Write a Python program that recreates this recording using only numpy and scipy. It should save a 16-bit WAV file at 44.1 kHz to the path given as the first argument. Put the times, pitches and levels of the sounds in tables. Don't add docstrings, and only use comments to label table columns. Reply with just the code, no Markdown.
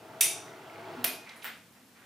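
import sys
import numpy as np
from scipy import signal
from scipy.fft import rfft, irfft
from scipy.io import wavfile
from scipy.ndimage import uniform_filter1d

SR = 44100
rng = np.random.default_rng(int(sys.argv[2]) if len(sys.argv) > 2 else 0)


def attenuation_scalar(level_db):
    decades = np.asarray(level_db, float) / 20
    return 10 ** decades


def wrap_up_sound(samples):
    columns = np.atleast_2d(samples).T
    tamed = np.clip(columns, -1, 1)
    steps = np.round(tamed * 32767).astype(np.int16)
    wavfile.write(sys.argv[1], SR, steps)


N = 90404
SPAN, TAPS = 4096, 1024


def evened(x):
    return x / np.sqrt(np.mean(x ** 2) + 1e-20)


def read(points, hz):
    f, value = np.transpose(points)
    return np.interp(np.log(hz + 1), np.log(f + 1), value)


def curve(points):
    return np.interp(np.arange(N) / SR, *np.transpose(points))


def colour(x, points):
    hz = abs(np.fft.fftfreq(2 * TAPS, 1 / SR))
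    low_end = (points[0][0] / 2, points[0][1] - 20)
    log_gain = np.log(attenuation_scalar(read([low_end] + list(points), hz)))
    phase = -signal.hilbert(log_gain).imag
    response = np.fft.ifft(np.exp(log_gain + 1j * phase)).real[:TAPS]
    return signal.oaconvolve(x, response)[:len(x)]


def ring(x, peaks, damping):
    out = np.zeros(len(x))
    for k, (hz, width, db) in enumerate(peaks):
        r = np.exp(-np.pi * width * damping / SR)
        poles = [1, -2 * r * np.cos(2 * np.pi * hz / SR), r * r]
        out += (-1) ** k * attenuation_scalar(db) * signal.lfilter([1 - r, 0, r - 1], poles, x)
    return out


def slips(size, per_s, spread_db):
    chance, draw, sign = rng.random((size, 3)).T
    level_db = spread_db * np.minimum(-np.log(draw + 1e-9), 4)
    return (chance < per_s / SR) * np.sign(sign - .5) * attenuation_scalar(level_db)


def pair(a, b, same):
    c = np.clip(read(same, np.fft.rfftfreq(len(a), 1 / SR)), 0, .97)
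    mid = rfft(a) * np.sqrt((1 + c) / 2)
    side = rfft(b) * np.sqrt((1 - c) / 2)
    return np.array([irfft(mid + side, len(a)), irfft(mid - side, len(a))])


def placed(s, sound):
    out = np.zeros(N + len(sound))
    out[round(s * SR):][:len(sound)] = sound
    return out[:N]


# f/Hz, level/dB
AIR_SPECTRUM = [(25, -55), (70, -16), (110, -11), (234, -2.5), (340, -12), (1000, -17.5), (11400, -25),
                (15250, -27.5), (15600, -78)]
# f/Hz, coherence
AIR_LIKENESS = [(60, 0.74), (240, 1), (950, 0.68), (3770, 0.46), (15000, 0.57)]


def air():
    a, b = (colour(v, AIR_SPECTRUM) for v in rng.standard_normal((2, N)))
    return attenuation_scalar(-59) * evened(pair(a, b, AIR_LIKENESS))


# t/s, level/dB
PRESSURE = [(0, -46.5), (.29, -45.5), (.62, -47.5), (.77, -45), (.9, -41.5), (1.0, -43.5), (1.1, -46),
            (1.25, -57.5), (1.33, -67), (1.38, -51.5), (1.45, -64), (1.6, -73)]
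# t/s, level/dB
BITE = [(0, -4), (.3, -1), (.5, -1), (.75, -0.5), (1.05, 2), (1.3, -3.5)]
# f/Hz, width/Hz, level/dB
BOARD_MODES = [(111, 38.6, 2), (230, 18, -7), (353, 110, 0), (486, 23, 0.5), (610, 32, -2), (668.6, 46, 5),
               (900, 79, -4)]
# f/Hz, level/dB
SCRAPE_SPECTRUM = [(300, -11.5), (700, -6.5), (1370, -4.5), (1800, -12.5), (2200, -14.5), (2700, -14.5),
                   (5000, -24), (9000, -39.5), (15000, -36)]


def nozzle():
    after_end = np.maximum(np.arange(N) / SR - PRESSURE[-1][0], 0)
    push_db = curve(PRESSURE) - 80 * after_end
    drive = slips(N, per_s=900, spread_db=1.5)
    scrape = evened(drive) + 1.6 * rng.standard_normal(N)
    scrape = evened(colour(scrape, SCRAPE_SPECTRUM))
    radiation = [(150, -3.5), (950, -2.5), (1080, -10), (4000, -22.5)]  # f/Hz, level/dB
    hum = evened(colour(ring(drive, BOARD_MODES, 0.85), radiation))
    scrape_db = 0.58 * (push_db + 49.5) - 49 - 3.5 + curve(BITE)
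    return attenuation_scalar(push_db - 3) * hum + attenuation_scalar(scrape_db) * scrape


def snap(s, length, ring_db, crack_db, sag, room_db, parts, crack):
    t = np.arange(SPAN) / SR
    shape = np.minimum(t / 0.00025, 1) * np.exp(-sag * t / length) / (1 + (t / length) ** 8)
    clicks = slips(SPAN, per_s=1500, spread_db=7.5) + 0.26 * rng.standard_normal(SPAN)
    z = rfft(shape * clicks)
    flat = z / np.sqrt(uniform_filter1d(abs(z) ** 2, size=40))
    chatter = evened(np.sqrt(shape) * irfft(flat, SPAN))
    chatter = chatter * (1 + 0.89 * np.exp(-t / .0012))
    blow = 1. * (t == 0)
    heard = []
    for v in (chatter, blow):
        ringing = attenuation_scalar(ring_db) * evened(ring(v, parts, damping=1.43))
        cracking = attenuation_scalar(crack_db) * evened(colour(v, crack))
        heard.append(placed(s, (ringing + cracking) * np.sqrt(length * SR / SPAN)))
    return np.array(heard) * attenuation_scalar([[0], [room_db]])


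# f/Hz, width/Hz, level/dB
PAWL_MODES = [(2300, 123, -5), (2610, 115, -5), (3720, 47, -2.5), (6075, 60, -3), (8260, 77, -5),
              (9663, 280, 5.5), (9857, 230, 4.5), (10140, 33, 2), (11860, 93, -2.5), (14100, 200, -3)]
PLATE_MODES = [(683, 25, -1), (2470, 24, 11.5), (3300, 110, -24), (6550, 60, -34), (8680, 35, 2),
               (10450, 95, 6.5), (12670, 140, 4), (13500, 150, 3.5), (14300, 60, 6)]
LEVER_MODES = [(1480, 48, 7), (1860, 90, 2), (2380, 27, 3), (3850, 150, -6), (8200, 100, -14.5),
               (9500, 36, 1), (14500, 210, 15)]
# f/Hz, level/dB
PAWL_NOISE = [(530, -48), (900, -24.5), (1120, -24), (2660, -14), (6110, -8), (7230, -9), (9650, -9),
              (16000, -17.5)]
PLATE_NOISE = [(500, -10.5), (1100, -7.5), (2520, -3.5), (5000, -8), (9240, -16), (12700, -6),
               (15200, -11.5), (16000, -17)]
LEVER_NOISE = [(500, -16), (933, -16), (1790, -5.5), (4500, -19), (6000, -26), (14200, -21), (15600, -58)]
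SNAP_ONSETS = [
    .2083,
    1.042,
    1.4437,
]
CHATTER_LENGTHS = [.0058, .0068, .022]
# ring level/dB, crack level/dB, sag of the chatter, room level/dB
SNAP_LEVELS = [
    (-17, -20.5, .05, 2),
    (-23.5, -25, .05, -1.5),
    (-47.5, -45.5, 1.7, 8),
]


def snaps():
    bodies = [(PAWL_MODES, PAWL_NOISE), (PLATE_MODES, PLATE_NOISE), (LEVER_MODES, LEVER_NOISE)]
    events = zip(SNAP_ONSETS, CHATTER_LENGTHS, SNAP_LEVELS, bodies)
    return sum(snap(s, length, *levels, *body) for s, length, levels, body in events)


# f/Hz, level/dB, t60/s
ROD_PARTIALS = [(3630, -44, 0.59), (3760, -73, 0.23), (5820, -34, .55), (6016, -54, 0.26), (6000, -33, 0.4)]


def rod():
    t = np.arange(SR // 2) / SR
    partials = [attenuation_scalar(db - 60 * t / t60) * np.sin(2 * np.pi * hz * t) for hz, db, t60 in ROD_PARTIALS]
    return placed(SNAP_ONSETS[0], sum(partials))


def tick(s, db, hz, width, length):
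    t = np.arange(SPAN) / SR
    puff = rng.standard_normal(SPAN) * np.exp(-(t / length) ** 2) * np.minimum(t / length * 4, 1)
    body = [(hz, width, 0)]
    sound = evened(ring(ring(puff, body, 0.36), body, 1.27))
    return placed(s, attenuation_scalar(db - 3.5) * sound * np.sqrt(length * SR / SPAN))


# t/s, level/dB, f/Hz, width/Hz, length/s
SMALL_PARTS = [(0.48, -47, 2040, 600, 0.0044), (0.5336, -50.5, 2020, 900, 0.0062),
               (0.619, -51, 2110, 600, 0.0022), (0.6407, -57, 1470, 500, 0.0032),
               (0.698, -44, 2120, 400, 0.0021), (0.7225, -63, 2030, 500, 0.0034),
               (.7573, -48, 2230, 700, 0.0043), (0.7974, -54, 2160, 700, 0.0039),
               (0.842, -44, 2200, 600, 0.0016), (1.255, -52, 2210, 611, 0.059),
               (1.291, -45.5, 3120, 5770, 0.008), (1.357, -57.5, 10500, 7000, 0.029),
               (1.576, -56, 10100, 7000, 0.0029), (1.58, -70, 2900, 2500, 0.0061),
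               (0.935, -43.5, 254.4, 60, 0.06), (1.042, -49.5, 246, 81, 0.015),
               (1.715, -68, 11900, 5000, 0.035), (1.417, -49, 2520, 4000, .025),
               (1.427, -52, 11000, 9000, 0.021)]


def small_parts():
    return sum(tick(*row) for row in SMALL_PARTS)


# t/s, level/dB
SLEEVE_MOTION = [(1.15, -69), (1.3, -50.5), (1.5, -65), (1.65, -95), (1.77, -61.5), (1.87, -84),
                 (1.97, -58.5), (2.05, -60)]
# f/Hz, level/dB
CLOTH_SPECTRUM = [(500, -6), (1540, -1), (2300, -4), (5000, -20), (15200, -46), (15600, -86)]


def sleeve():
    rub = evened(slips(N, per_s=2000, spread_db=3)) + rng.standard_normal(N)
    return attenuation_scalar(curve(SLEEVE_MOTION)) * evened(colour(rub, CLOTH_SPECTRUM))


# f/Hz, level/dB
WALL_SPECTRUM = [(1000, -7), (4000, -8.5), (9000, -15), (13000, -5)]


def box_wall(x):
    taps = rng.standard_normal(TAPS) * np.exp(-np.arange(TAPS) / SR / 0.0015)
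    reflected = signal.oaconvolve(x, taps / np.linalg.norm(taps))[:N]
    side = colour(reflected, WALL_SPECTRUM)
    return np.array([side, -side])


# f/Hz, t60/s
GARAGE_T60 = [(300, 0.57), (1000, 0.39), (2500, 0.43), (6000, .48), (10000, 0.34), (13500, 0.26),
              (15500, 0.093), (16500, 0.13)]
# f/Hz, coherence
GARAGE_LIKENESS = [(300, 1), (1000, 0.71), (2500, 0.79), (5000, 0.72), (9000, 0.82), (13000, 0.85)]


def garage(x):
    first_wall_s, build_s = 0.0055, 0.012
    t = np.arange(SR) / SR
    taps = pair(*rng.standard_normal((2, SR)), GARAGE_LIKENESS)
    hz, at, z = signal.stft(taps, SR, nperseg=256)
    decay = attenuation_scalar(-60 * at / read(GARAGE_T60, hz)[:, None])
    tail = signal.istft(z * decay, SR, nperseg=256)[1][:, :SR]
    tail = tail * (t > first_wall_s) * (1 - .5 * np.exp(-t / build_s))
    return signal.fftconvolve(x[None], tail / np.linalg.norm(tail[0]), axes=1)[:, :N]


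def scene():
    direct, feed = snaps()
    ticks = small_parts()
    drag = nozzle() + sleeve()
    near = direct + ticks + attenuation_scalar(-2) * drag + rod()
    room = garage(feed + attenuation_scalar(-3.5) * ticks + attenuation_scalar(-7.5) * drag)
    balance = attenuation_scalar([[.2], [-.2]])
    return near * balance + box_wall(near) + room + air()


def band_limit(x):
    return signal.sosfilt(signal.butter(12, 17120, fs=SR, output="sos"), x)


def record(dry):
    bass_cut = signal.butter(3, 50, "high", fs=SR, output="sos")
    mix = signal.sosfilt(bass_cut, dry)
    mix = signal.oaconvolve(mix, signal.firwin(255, 16100, fs=SR)[None], "same")
    return band_limit(mix)


dry = scene()
out = record(dry)
wrap_up_sound(out)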